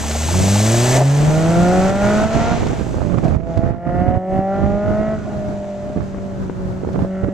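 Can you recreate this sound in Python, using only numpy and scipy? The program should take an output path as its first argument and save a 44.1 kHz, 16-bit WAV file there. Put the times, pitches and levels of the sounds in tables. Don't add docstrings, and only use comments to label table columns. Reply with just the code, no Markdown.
import sys
import numpy as np
from scipy import signal
from scipy.fft import rfft, irfft, next_fast_len
from scipy.io import wavfile
from scipy.ndimage import uniform_filter1d

SR = 44100
rng = np.random.default_rng(int(sys.argv[2]) if len(sys.argv) > 2 else 0)


def digitize_waveform(pressure):
    field = np.atleast_2d(pressure).T
    bounded = np.clip(field, -1, 1)
    quanta = np.round(bounded * 32767).astype(np.int16)
    wavfile.write(sys.argv[1], SR, quanta)


N = 323253

# t/s, firing rate f/Hz
FIRING_RATE = [(0, 73.5), (.25, 77.9), (.36, 91.96), (.6, 104.4), (.72, 113.7), (1.1, 139.7), (1.61, 174.1),
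               (2.53, 235.9), (2.8, 219.7), (3.18, 186.2), (3.28, 152.4), (3.44, 167), (3.58, 165.3),
               (4.7, 200.9), (5.13, 217.7), (5.22, 208.2), (5.8, 197.7), (5.95, 202.9), (6.1, 193.9),
               (6.3, 194.5), (6.5, 186.3), (6.8, 186.2), (7.05, 188.1), (7.33, 191.8)]
# t/s, low boom level/dB, bark level/dB
EXHAUST_LEVELS = [(0, -27.5, -34), (.1, -20.5, -24.5), (.26, -17.5, -27.5), (.4, -14, -19.5),
                  (.95, -12, -18.5), (1.08, -10, -26), (1.2, -12, -19), (1.65, -14.5, -15),
                  (2.15, -17, -15), (2.53, -26.5, -21), (2.61, -38, -37), (3.17, -41, -30),
                  (3.26, -19.5, -39), (3.4, -28.5, -23.5), (3.68, -30.5, -22), (4.0, -25.5, -20),
                  (4.37, -21, -17.5), (4.7, -21.5, -19), (5.145, -21.5, -17.5), (5.19, -30, -38),
                  (5.42, -29.5, -23), (5.95, -34, -24.5), (6.08, -29, -40), (6.24, -28.5, -27),
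                  (6.5, -28.5, -40), (6.66, -26.5, -32.5), (6.86, -30, -35), (7.05, -23.5, -26)]
# start t/s, end t/s, opening (0-1)
THROTTLE_PULLS = [(-.1, 2.56, 0.94), (3.23, 5.16, 1), (7.09, 7.5, 0.53)]
PEDAL_S = 0.06
# firing rate f/Hz, roughness (0-1)
ROUGH_REVS = [(120, 0), (135, 1), (152, 1), (168, 0)]

# trim/dB, share following bark rather than boom (0-1), change off throttle/dB
HARMONICS = [(-2, 0.08, 1.5), (-2, 0.25, -1.5), (0.6, 1, -0.5), (-1, 1, -33)]
# f/Hz, gain/dB
OVERTONE_GAIN = [(170, -14.5), (195, -0.5), (220, -4.5), (305, -17), (345, -5.5), (375, -5.5), (398, -9),
                 (440, -13), (480, -14.5), (570, -5.5), (650, -4.5), (720, -4), (780, -5.5), (850, -21.5),
                 (885, -39), (915, -9), (950, -8)]
WAVER_DB, ROUGH_WAVER_DB = 1.1, 3
# f/Hz, nominal width/Hz, gain/dB
PIPE_RESONANCES = [(378, 196, 1), (618, 150, 7.5), (806, 19, -13.5), (1390, 68, -22)]
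CYLINDER_STRENGTHS = [1.3, .97, .85, .88]

# f/Hz, gain/dB
RASP_SPECTRUM = [(400, 31.5), (650, 38.5), (880, 12.5), (1030, -1), (1230, 5.5), (1430, -1), (1580, -19),
                 (1850, -19.5), (2080, -15), (2300, -18), (2650, -16), (3300, -77)]
RASP_OFF_DB = -13
# f/Hz, gain/dB
BITE_SPECTRUM = [(800, -11), (1100, 1.5), (1250, 7), (1400, 18.5), (1600, 7), (1850, -16), (2080, -14),
                 (2300, -18.5), (2650, -16.5), (3200, -40.5)]
# t/s, level/dB
BITE_LEVEL = [(1.0, -66), (1.3, -41), (1.58, -32), (1.97, -31), (2.08, -27.5), (2.22, -29.5), (2.31, -34.5),
              (2.52, -32), (2.62, -71), (3.35, -59), (3.65, -50), (4.0, -44.5), (4.2, -52), (4.42, -60),
              (4.52, -36.5), (4.73, -50), (4.88, -38), (5.11, -42), (5.22, -44.5), (5.6, -61.5),
              (7.03, -55), (7.11, -47), (7.22, -43), (7.33, -63)]
TAILPIPE_STRENGTHS = [1.9, .8, .7, .5]
# t/s, level/dB
SNARL_LEVEL = [(.3, -44), (.72, -43), (.94, -32), (1.04, -48), (1.6, -43), (1.85, -39), (2.05, -33.5),
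               (2.25, -42), (2.52, -43), (2.62, -61), (3.4, -59), (3.66, -48), (4.0, -42), (4.22, -47),
               (4.37, -43.5), (4.64, -44.5), (4.75, -50), (5.09, -40.5), (5.2, -55), (7.03, -71),
               (7.125, -47.5), (7.33, -53)]
PUFF_STRENGTHS = [1.9, .3, 1.0, .2]
# f/Hz, nominal width/Hz, gain/dB
MOUTH_RESONANCES = [(1887, 470, 6.5), (2550, 300, -20.5)]
SCATTER_S = .012
LUMPS_DB = -10
ALTERNATION = 0.034
OVERRUN_ORDER, OVERRUN_DB = 3.5, -14.5

# t/s, roar level/dB, hiss level/dB
TYRE_LEVELS = [(0, -35.5, -29.5), (.5, -35.5, -23.5), (.97, -24, -22.5), (1.01, -29.5, -32.5),
               (1.6, -28, -36), (2.1, -26, -37.5), (2.5, -25.5, -45), (2.9, -39, -47.5), (3.55, -44.5, -63),
               (3.9, -55, -70), (4.3, -50, -60), (4.55, -44, -66), (5.3, -43, -58), (7.33, -49.5, -62.5)]
# f/Hz, gain/dB
ROAR_SPECTRUM = [(300, 11), (800, 12.5), (1150, 2.5), (1600, 1), (2300, -1), (3500, -7), (5000, -10.5),
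                 (7000, -7.5), (14000, -78.5)]
# f/Hz, gain/dB
HISS_SPECTRUM = [(2500, -6), (4500, -7), (5600, -6.5), (6400, -0.5), (7100, -5), (7700, -2), (8400, -30.5),
                 (9300, -17), (11500, -31.5), (14400, -41)]

# f/Hz, gain/dB
FIELD_SPECTRUM = [(30, 5.5), (120, 17), (300, 6), (700, -3.5), (1050, -10.5), (1500, -12), (2500, -31.5),
                  (5000, -31.5), (14000, -48)]

# start t/s, length/s, left level/dB, right level/dB
GUSTS = [(1.197, 0.79, -22.5, -19.5), (2.012, 0.63, -26.5, -18.5), (2.339, 0.37, -23, -15.5),
         (2.752, 0.18, -41, -18.5), (2.96, 0.21, -39, -16), (3.12, 0.36, -32, -13.5),
         (3.562, 0.19, -45, -15), (3.856, 0.2, -34, -16), (4.072, 0.09, -35, -14.5),
         (4.32, 0.059, -44, -19), (4.542, 0.21, -38, -18.5), (4.834, 0.094, -22.5, -19.5),
         (4.982, 0.21, -25.5, -22), (5.203, 0.069, -34, -23.5), (5.956, 0.06, -31, -21),
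         (6.11, 0.09, -32, -36), (6.337, 0.043, -32, -39), (6.939, 0.076, -45, -17.5),
         (7.225, 0.033, -31, -15)]
GUST_ATTACK_S, GUST_RELEASE_S = .015, .09
BREEZE_FROM_S, BREEZE_DB, CALM_DB = 1.15, -37, -58
# f/Hz, gain/dB
GUST_SPECTRUM = [(20, -11), (60, 2), (110, 0.5), (170, 2.5), (260, -3), (400, -10.5), (700, -14),
                 (1500, -61), (12000, -83.5)]
# f/Hz, gain/dB
TEAR_SPECTRUM = [(100, -31), (300, 7), (600, -11.5), (1200, -7.5), (2500, -23.5), (14000, -71)]
# f/Hz, gain/dB
RUMBLE_SPECTRUM = [(20, -10), (45, -3.5), (80, -0.5), (150, -5.5), (14000, -150)]

# t/s, level/dB, ring f/Hz
POPS = [(.036, -21, 953), (.062, -23, 807), (.092, -18, 610), (.150, -20.5, 740), (.287, -18, 860),
        (.342, -20, 867), (.481, -18, 850), (.557, -17, 840), (.599, -18, 730), (.659, -14, 650),
        (.742, -15.5, 716)]
POP_RISE_S, POP_GRIT = .0055, .35

# t/s, level/dB, time to fall 60 dB/s
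TICKS = [(.111, -20, .04), (2.605, -27, .02), (2.632, -28, .02), (2.668, -27, .03), (2.687, -29, .02),
         (3.182, -34, .03), (3.241, -34, .09), (3.280, -32, .025), (3.290, -37, .025), (3.573, -32, .035),
         (4.389, -46, .025), (6.928, -41, .07)]
TICK_RISE_S = .0015

# centre t/s, half-width/s, level/dB
BURBLES = [(0.976, 0.024, -15.5), (1.017, 0.013, -15.5), (3.262, 0.029, -23.5), (5.304, 0.063, -30.5)]

# lowest point t/s, recovery/s, depth/dB
DIPS = [(1.915, 0.13, -4), (2.261, 0.08, -4), (3.375, 0.13, -10), (3.72, 0.17, -8.5), (4.189, 0.15, -5),
        (4.41, .13, -2)]
DIP_FALL_S = 0.019

# t/s, level/dB, left minus right/dB, width of push/s, torn edge share
THUMPS = [(2.631, -15, -14.5, .0005, .4), (2.665, -16.5, -10.5, .0006, .5), (2.731, -13, -13, .001, .25),
          (2.796, -15, -12, .0008, .2), (2.809, -14, -12, .0008, .25), (2.866, -17, -12, .001, .2),
          (2.942, -16.5, -12.5, .0005, .35), (2.983, -14.5, -12.5, .0006, .25),
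          (3.017, -13, -15.5, .0006, .3), (3.183, -11.5, -14.5, .0015, .3), (3.238, -14, -3, .0006, .3),
          (3.365, -10, -14, .002, .07), (3.591, -10, -14, .0015, .07), (3.634, -9, -14, .0013, .06),
          (3.707, -10, -14, .0013, .07), (4.018, -11, -15, .0018, .05), (4.086, -10, -15, .002, .04),
          (4.173, -10, -15, .0024, .03), (4.39, -11, -15, .0012, .07), (4.905, -11, -8, .001, .15),
          (5.898, -18, -3, .0007, .2), (5.961, -13, -5, .0012, .08), (5.972, -15, -5, .0011, .15),
          (6.144, -23, 8, .0008, .5), (6.183, -21, 8, .0008, .35), (6.496, -11.5, 9, .00075, .3),
          (6.655, -17, -12, .002, .05), (6.834, -13, -22, .0008, .13), (6.847, -19, -17, .0005, .35),
          (6.872, -13, -20, .0009, .07), (6.888, -14.5, -13.5, .0008, .25), (6.959, -10, -14.5, .0007, .18),
          (6.982, -13, -12, .0015, .06), (6.991, -14, -8, .0007, .35), (7.023, -9, -10, .0015, .06),
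          (7.047, -14, -7, .0007, .2), (7.245, -13, -10, .0012, .08), (7.285, -9, -8.5, .0009, .08)]
EDGE_HZ = 1000

TOP_HZ = 14250


def undb(db):
    return 10 ** (np.asarray(db) / 20)


def unit(x):
    return x / np.sqrt(np.mean(x ** 2))


def steady(x):
    return x / np.sqrt(uniform_filter1d(x ** 2, size=6000))


def curves(table):
    s, *columns = np.transpose(table)
    return [np.interp(np.arange(N) / SR, s, c) for c in columns]


def gate(start, end, attack_s, release_s):
    t = np.arange(N) / SR
    rise = (t - start) / attack_s + .5
    fall = 1 - (t - end) / release_s
    return np.clip(np.minimum(rise, fall), 0, 1)


def walk(rate):
    k = int(SR / rate)
    steps = np.repeat(rng.standard_normal(N // k + 1), k)
    return unit(uniform_filter1d(uniform_filter1d(steps, k), k)[:N])


def colour(x, points):
    hz, db = np.transpose(points)
    size = next_fast_len(N)
    f = np.maximum(np.fft.rfftfreq(size, 1 / SR), 1)
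    gain = undb(np.interp(np.log(f), np.log(hz), db))
    return unit(irfft(rfft(x, size) * gain, size)[..., :N])


def band(x, hz, width_hz):
    return signal.lfilter(*signal.iirpeak(hz, hz / width_hz, fs=SR), x)


def stereo_noise(side):
    mid, apart = rng.standard_normal((2, N))
    return mid + side * apart * np.array([[1], [-1]])


def panned(pan_db):
    return undb(np.array([[pan_db], [-pan_db]]) / 2)


def add(out, s, sound):
    start = int(s * SR)
    out[:, start:start + sound.shape[-1]] += sound[..., :N - start]


def throttle_shut():
    starts, ends, openings = np.transpose(THROTTLE_PULLS)
    pulling = np.array([gate(start, end, PEDAL_S, PEDAL_S) for start, end in zip(starts, ends)])
    return 1 - np.clip(openings @ pulling, 0, 1)


def firing_note(hz, turn, boom_level, bark_level, shut, rough):
    gain_hz, gain_db = np.transpose(OVERTONE_GAIN)
    wave, note = 1, 0
    for k, (trim_db, share, off_db) in enumerate(HARMONICS):
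        wave = wave * turn
        level = boom_level + share * (bark_level - boom_level) + trim_db + off_db * shut
        if k > 0:
            level = level + np.interp(np.log((k + 1) * hz), np.log(gain_hz), gain_db)
            level = level + WAVER_DB * walk(9) + ROUGH_WAVER_DB * rough * walk(28)
        delayed = (wave * np.exp(1j * np.pi * k * k / len(HARMONICS))).real
        note = note + np.sqrt(2) * undb(level + .8 * walk(25)) * delayed
    return note


def firing_pulses(turn):
    wave, low, high = 1, 0, 0
    for k in range(18):
        wave = wave * turn
        if k < len(HARMONICS):
            low = low + wave.real
        else:
            high = high + wave.real
    return low, high


def pipe(x):
    out = 0
    for hz, width, db in PIPE_RESONANCES:
        once = band(x, hz, 1.24 * width)
        out = out + undb(db) * band(once, hz, 1.24 * width)
    return out


def tailpipe_rasp(high, strength, chance, hz, shut, rasp_db=-8.5, high_rev_rasp_db=-15):
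    level = rasp_db + high_rev_rasp_db * np.interp(hz, [125, 185], [0, 1]) + RASP_OFF_DB * shut
    return undb(level) * steady(colour(high * (strength + 0.15 * chance), RASP_SPECTRUM))


def tailpipe_bite(high, count, chance, bite_rough=0.24):
    level, = curves(BITE_LEVEL)
    uneven = np.take(TAILPIPE_STRENGTHS, count % len(TAILPIPE_STRENGTHS))
    return undb(level) * steady(colour(high * (uneven + bite_rough * chance), BITE_SPECTRUM))


def silencer(x):
    t = np.arange(SR // 20) / SR
    echoes = rng.standard_normal(len(t)) * np.exp(-t / SCATTER_S)
    return signal.fftconvolve(x, echoes)[:N]


def gas_snarl(high, turn, count, chance):
    level, = curves(SNARL_LEVEL)
    puffs = high * (np.take(PUFF_STRENGTHS, count % len(PUFF_STRENGTHS)) + 0.22 * chance)
    gas = .3 * rng.standard_normal(N) * (1 + turn.real) ** 2
    puffs = silencer(puffs + gas)
    rush = sum(undb(db) * band(band(puffs, f, width), f, width) for f, width, db in MOUTH_RESONANCES)
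    return undb(level) * steady(rush)


def growl(pulses, turn, count, strength, chance, shut, rough,
          ragged_db=-20, rough_ragged_db=7, gas=.2, growl_db=-4):
    uneven = strength - np.mean(CYLINDER_STRENGTHS)
    alternating = ALTERNATION * shut * (-1.) ** count
    lumps = steady(pipe(pulses * (uneven + alternating)))
    ragged = steady(pipe(pulses * chance + gas * rng.standard_normal(N) * (1 + turn.real) ** 2))
    ragged = ragged * undb(ragged_db + rough_ragged_db * rough)
    return undb(growl_db) * (undb(LUMPS_DB) * lumps + ragged)


def overrun_tone(firings, shut, growl_db=-4):
    level = OVERRUN_DB + 2 * walk(18)
    tone = np.cos(2 * np.pi * OVERRUN_ORDER * firings)
    return undb(growl_db) * shut ** 2 * undb(level) * tone


def engine(wobble=0.0011):
    hz, = curves(FIRING_RATE)
    boom_level, bark_level = curves(EXHAUST_LEVELS)
    shut = throttle_shut()
    rough = np.interp(hz, *np.transpose(ROUGH_REVS))
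    firings = np.cumsum(hz * (1 + wobble * walk(45))) / SR
    turn = np.exp(2j * np.pi * firings)
    count = np.round(firings).astype(int)
    strength = np.take(CYLINDER_STRENGTHS, count % len(CYLINDER_STRENGTHS))
    chance = rng.standard_normal(N)[count]
    low, high = firing_pulses(turn)
    note = firing_note(hz, turn, boom_level, bark_level, shut, rough)
    bite = tailpipe_bite(high, count, chance)
    snarl = gas_snarl(high, turn, count, chance)
    bark = tailpipe_rasp(high, strength, chance, hz, shut)
    bark = bark + growl(low + high, turn, count, strength, chance, shut, rough)
    bark = bark + overrun_tone(firings, shut, growl_db=-4)
    return (note + bite + snarl + undb(bark_level) * bark) * panned(-.3)


def tyres(roar_db=3, hiss_db=-1, grit_db=1.0, sizzle_db=-3.5):
    roar_level, hiss_level = curves(TYRE_LEVELS)
    grit = undb(grit_db * walk(900))
    roar = undb(roar_level + roar_db) * colour(stereo_noise(0.51) * grit, ROAR_SPECTRUM)
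    hiss = undb(hiss_db) * colour(stereo_noise(0.085) * grit, HISS_SPECTRUM)
    sizzle_spectrum = [(6500, -72), (7700, 11.0), (9300, -4.0), (14000, -10.0)]
    sizzle = colour(rng.standard_normal(N) * grit, sizzle_spectrum)
    left_only = np.array([[1], [0]])
    return roar + undb(hiss_level) * (hiss + undb(sizzle_db) * sizzle * left_only)


def field(field_db=-29, waver_db=4.0):
    level = field_db + waver_db * walk(15)
    return undb(level) * colour(stereo_noise(1.0), FIELD_SPECTRUM)


def wind(wind_db=-1, eddy_db=2.5, tear_db=-13.5, rumble_db=5, waver_db=2):
    force = undb(np.where(np.arange(N) / SR > BREEZE_FROM_S, BREEZE_DB, CALM_DB))
    for s, length, *port_db in GUSTS:
        swell = gate(s, s + length, GUST_ATTACK_S, GUST_RELEASE_S) ** 2
        force = np.maximum(force, undb(port_db)[:, None] * swell)
    ports = []
    for level in 20 * np.log10(force):
        level = level + waver_db * walk(20)
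        shoves = steady(colour(rng.standard_normal(N) * undb(eddy_db * walk(160)), GUST_SPECTRUM))
        crests = np.tanh(shoves ** 2 / 2) ** 2
        crackle = colour(rng.standard_normal(N) * crests, TEAR_SPECTRUM)
        rumble = undb(1.7 * level + rumble_db) * colour(rng.standard_normal(N), RUMBLE_SPECTRUM)
        ports.append(undb(level + wind_db) * (shoves + undb(tear_db) * crackle) + rumble)
    return np.array(ports)


def pops():
    out = np.zeros((2, N))
    t = np.arange(SR // 20) / SR
    swell = (t / POP_RISE_S * np.exp(1 - t / POP_RISE_S)) ** 2
    for s, db, hz in POPS:
        grit = unit(band(band(rng.standard_normal(len(t)), hz, hz / 2), hz, hz / 2))
        ring = (1 - POP_GRIT) * np.sin(2 * np.pi * hz * t) + POP_GRIT * grit
        add(out, s - POP_RISE_S / 2, undb(db) * swell * ring)
    return out


def ticks():
    out = np.zeros((2, N))
    t = np.arange(SR // 5) / SR
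    for s, db, t60 in TICKS:
        rise = 1 - np.exp(-t / TICK_RISE_S)
        add(out, s, undb(db) * rise * np.exp(-np.log(1000) * t / t60))
    spectrum = [(500, 3), (3000, 0), (5000, -6), (7000, -6), (9000, -18), (14000, -27)]
    return out * colour(stereo_noise(.4), spectrum)


def burbles():
    t = np.arange(N) / SR
    swell = sum(undb(db) * np.exp(-((t - s) / width) ** 2) for s, width, db in BURBLES)
    return swell * unit(pipe(stereo_noise(0.093)))


def dips():
    t = np.arange(N) / SR
    level = 0
    for s, recovery, db in DIPS:
        corners = [s - DIP_FALL_S, s, s + recovery / 2, s + recovery]
        level = level + db * np.interp(t, corners, [0, 1, 1, 0])
    return undb(level)


def thumps():
    out = np.zeros((2, N))
    t = np.arange(1024) / SR
    for s, db, pan_db, width_s, tear in THUMPS:
        u = (t - .008) / width_s
        edge = unit(signal.lfilter(*signal.butter(3, EDGE_HZ, fs=SR), rng.standard_normal(len(t))))
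        push = 2.5 * u * np.exp(-u ** 2) + tear * edge * np.exp(-(u / 3) ** 2)
        gains = panned(pan_db)
        add(out, s - .006, undb(db) * push * gains / gains.mean())
    return out


def scene():
    left, right = engine() + pops() + burbles() + tyres()
    car = np.array([np.roll(left, 1), right])
    return (car + field() + wind()) * dips() + thumps() + ticks()


def record(dry):
    low_pass = signal.ellip(10, .2, 80, TOP_HZ, fs=SR, output="sos")
    return signal.sosfilt(low_pass, np.clip(dry, -1, 1))


dry = scene()
out = record(dry)
digitize_waveform(out)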